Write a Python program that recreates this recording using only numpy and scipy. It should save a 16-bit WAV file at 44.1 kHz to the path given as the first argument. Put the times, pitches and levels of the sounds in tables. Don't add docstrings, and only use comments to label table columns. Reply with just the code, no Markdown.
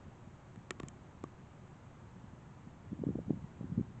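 import sys
import numpy as np
from scipy import signal
from scipy.fft import rfft, irfft
from scipy.io import wavfile

SR = 44100
rng = np.random.default_rng(int(sys.argv[2]) if len(sys.argv) > 2 else 0)


def wrap_up_sound(samples):
    columns = np.atleast_2d(samples).T
    tamed = np.clip(columns, -1, 1)
    steps = np.round(tamed * 32767).astype(np.int16)
    wavfile.write(sys.argv[1], SR, steps)


N = 176400
TIME = np.arange(N) / SR


# t/s, level/dB, f/Hz, firmness/0-1
FINGER_TOUCHES = [(0.083, -40.5, 158, 0), (0.276, -42.5, 161, 0.15), (0.578, -38.5, 167, .05),
                  (0.8373, -34, 139, 0.35), (2.166, -40, 147, 0), (2.243, -39, 180, 0),
                  (2.336, -41.5, 181, 0.2), (2.673, -38.5, 179, 0.03), (2.921, -31.5, 181, 0),
                  (2.931, -29, 225, 0.06), (2.993, -40, 220, 0.33), (3.001, -32, 140, 0),
                  (3.019, -30, 193, 0), (3.038, -25, 350, 0.1), (3.069, -23, 209, 0.12),
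                  (3.076, -28, 190, 0.13), (3.09, -27, 310, 0.02), (3.094, -28.5, 168, 0.07),
                  (3.105, -29.5, 273, 0.04), (3.117, -43, 216, 0.3), (3.137, -49, 172, 0.3),
                  (3.156, -25.5, 243, 0.22), (3.17, -40, 150, 0.3), (3.186, -33, 293, 0),
                  (3.19, -29.5, 410, 0), (3.202, -36, 170, 0.2), (3.283, -31.5, 177, .05),
                  (3.297, -35, 330, .1), (3.3069, -18.5, 248, 0.16), (3.314, -31, 160, 0),
                  (3.334, -37.5, 201, 0.3), (3.345, -35, 167, .05), (3.373, -34, 176, 0.1),
                  (3.426, -39.5, 147, .05), (3.445, -34, 161, 0), (3.611, -33, 176, 0.42),
                  (3.629, -40, 174, 0.47), (3.644, -32.5, 234, 0.02), (3.655, -39, 200, 0),
                  (3.7, -36.5, 171, 0), (3.722, -30, 170, 0.12), (3.728, -30, 150, 0), (3.745, -35, 159, 0),
                  (3.7801, -20, 175, 0.07), (3.789, -30, 151, 0.56), (3.797, -25.5, 257, 0),
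                  (3.8113, -24, 178, 0.07)]

def finger_bumps():
    times, db, hz, firmness = np.transpose(FINGER_TOUCHES)
    knock_db = db + 20 * np.log10(np.clip(firmness, 1e-3, 1))
    return thuds(times, db, hz, knock_db)


# t/s, thud level/dB, thud f/Hz, ring level/dB, snap level/dB, tick level/dB
CLICK_EVENTS = [(0.559, -52, 250, -56, -62, -58), (0.7069, -37, 378, -32.5, -23, -29.5),
                (0.7986, -44, 295, -44, -44, -67), (0.8005, -35, 270, -48, -34.5, -44.5),
                (0.8324, -41, 278, -50.5, -45, -51), (0.8843, -74, 300, -59, -43, -33.5),
                (1.2386, -31, 291, -54, -43.5, -45)]
# f/Hz, relative level/dB, time to fade by 60 dB/s
CASE_TONES = [(367, -7.5, 0.057), (1070, -35, 0.013), (1313, -2, 0.023), (1810, 2.5, 0.015),
              (1960, -18, 0.0052), (2300, -14, 0.032), (2660, -2.5, 0.0076), (2990, -8.5, 0.017),
              (3780, -6.5, 0.004), (5530, -19, 0.0069)]
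# f/Hz, relative level/dB, time to fade by 60 dB/s
TICK_TONES = [(2330, -17.5, 0.013), (3100, -18.5, 0.023), (5550, -14, 0.0059), (6500, -7.5, 0.0079),
              (7180, -5, 0.0067), (7880, -5, 0.0049)]
# f/Hz, width/Hz
TREBLE_GAPS = [(4720, 240), (6250, 300)]

def case_clicks():
    times, thud_db, thud_hz, ring_db, snap_db, tick_db = np.transpose(CLICK_EVENTS)
    snap_low_hz, snap_high_hz = 705, 3600
    snap = butter(impulses(times, snap_db), [snap_low_hz, snap_high_hz], "band", order=1)
    snap *= SR / (np.pi * snap_high_hz)
    case_ring = ring(impulses(times, ring_db), CASE_TONES)
    tick = ring(impulses(times, tick_db), TICK_TONES)
    click = snap + case_ring + tick
    for hz, width_hz in TREBLE_GAPS:
        click = signal.lfilter(*signal.iirnotch(hz, hz / width_hz, fs=SR), click)
    click = butter(click, hz=8460, kind="low", order=12)
    thud_times = times + 0.00172
    thud = thuds(thud_times, thud_db, thud_hz, knock_db=thud_db - 7)
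    panel_hz, panel_db, panel_fade_s = 1138, -5.5, 0.023
    panel = ring(impulses(thud_times, thud_db), [(panel_hz, panel_db, panel_fade_s)])
    return click + thud + panel


# t/s, level/dB
GRIP_LEVELS = [(0, -54.5), (.5, -56.5), (.8, -52), (1.1, -55), (1.9, -56.5), (2.22, -54.5), (2.5, -56),
               (2.85, -54), (3.08, -45), (3.24, -50.5), (3.34, -46), (3.52, -55.5), (3.74, -45),
               (3.87, -53), (4, -50)]
# f/Hz, relative level/dB
RUMBLE_SPECTRUM = [(20, -27.5), (42, -16.5), (65, -1.5), (100, 2), (140, 2.5), (200, -4), (300, -9.5),
                   (420, -19.5), (700, -57)]

def grip_rumble():
    level_db = np.interp(TIME, *np.transpose(GRIP_LEVELS))
    return from_db(level_db) * coloured_noise(RUMBLE_SPECTRUM)


# f/Hz, relative level/dB
HISS_SPECTRUM = [(20, 5.5), (50, 4), (200, -8.5), (400, 0.5), (600, 0.5), (740, 0), (940, 0.5), (1500, -6),
                 (2000, -10), (3000, -16), (4000, -21.5), (4900, -25), (5500, -25), (6200, -21),
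                 (7100, -20), (7700, -21.5), (8050, -26.5), (8500, -35.5), (9000, -43.5)]

def night_air():
    hum_hz, width_hz = 363, 9.5
    hum = butter(rng.standard_normal(N + SR), [hum_hz - width_hz / 2, hum_hz + width_hz / 2], "band")
    hum = rms_one(hum[SR:])
    return from_db(-62) * coloured_noise(HISS_SPECTRUM) + from_db(-73) * hum


def thuds(times, db, hz, knock_db):
    return soft_pushes(times, db, hz) + soft_pushes(times, knock_db, 2.26 * hz)


def soft_pushes(times, levels_db, pitches_hz):
    swell_cycles, settle_ratio = 0.37, 1.27
    out = np.zeros(N)
    for t, db, hz in zip(times, levels_db, pitches_hz):
        centre = int(t * SR)
        near = slice(max(centre - SR // 20, 0), centre + SR // 20)
        cycles = (TIME[near] - t) * hz
        width = swell_cycles * np.where(cycles > 0, settle_ratio, 1)
        swell = np.exp(-.5 * (cycles / width) ** 2)
        out[near] -= from_db(db) * swell * np.sin(2 * np.pi * cycles)
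    return butter(out, hz=61.6, kind="high")


def ring(blows, tones):
    out = np.zeros(N)
    for k, (hz, db, fade_s) in enumerate(tones):
        decay = np.exp(-np.log(1000) / (fade_s * SR))
        angle = 2 * np.pi * hz / SR
        tone = signal.lfilter([0, np.sin(angle)], [1, -2 * decay * np.cos(angle), decay ** 2], blows + 1e-18)
        out += (-1) ** k * from_db(db) * tone
    return out


def impulses(times, db):
    out = np.zeros(N)
    out[(np.asarray(times) * SR).astype(int)] = from_db(db)
    return out


def coloured_noise(spectrum):
    hz, db = np.transpose(spectrum)
    bin_hz = np.maximum(np.arange(N // 2 + 1) * SR / N, 1)
    gains = from_db(np.interp(np.log(bin_hz), np.log(hz), db))
    return rms_one(irfft(rfft(rng.standard_normal(N)) * gains, N))


def butter(x, hz, kind, order=2):
    return signal.sosfilt(signal.butter(order, hz, kind, fs=SR, output="sos"), x + 1e-18)


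def from_db(db):
    return 10 ** (np.asarray(db) / 20)


def rms_one(x):
    return x / np.sqrt(np.mean(x ** 2) + 1e-20)


def scene():
    return (night_air() + grip_rumble() + finger_bumps() + case_clicks())[None]


def record(dry):
    cutoff_hz = 8990
    return signal.sosfilt(signal.cheby2(20, 50, cutoff_hz, fs=SR, output="sos"), dry)


dry = scene()
out = record(dry)
wrap_up_sound(out)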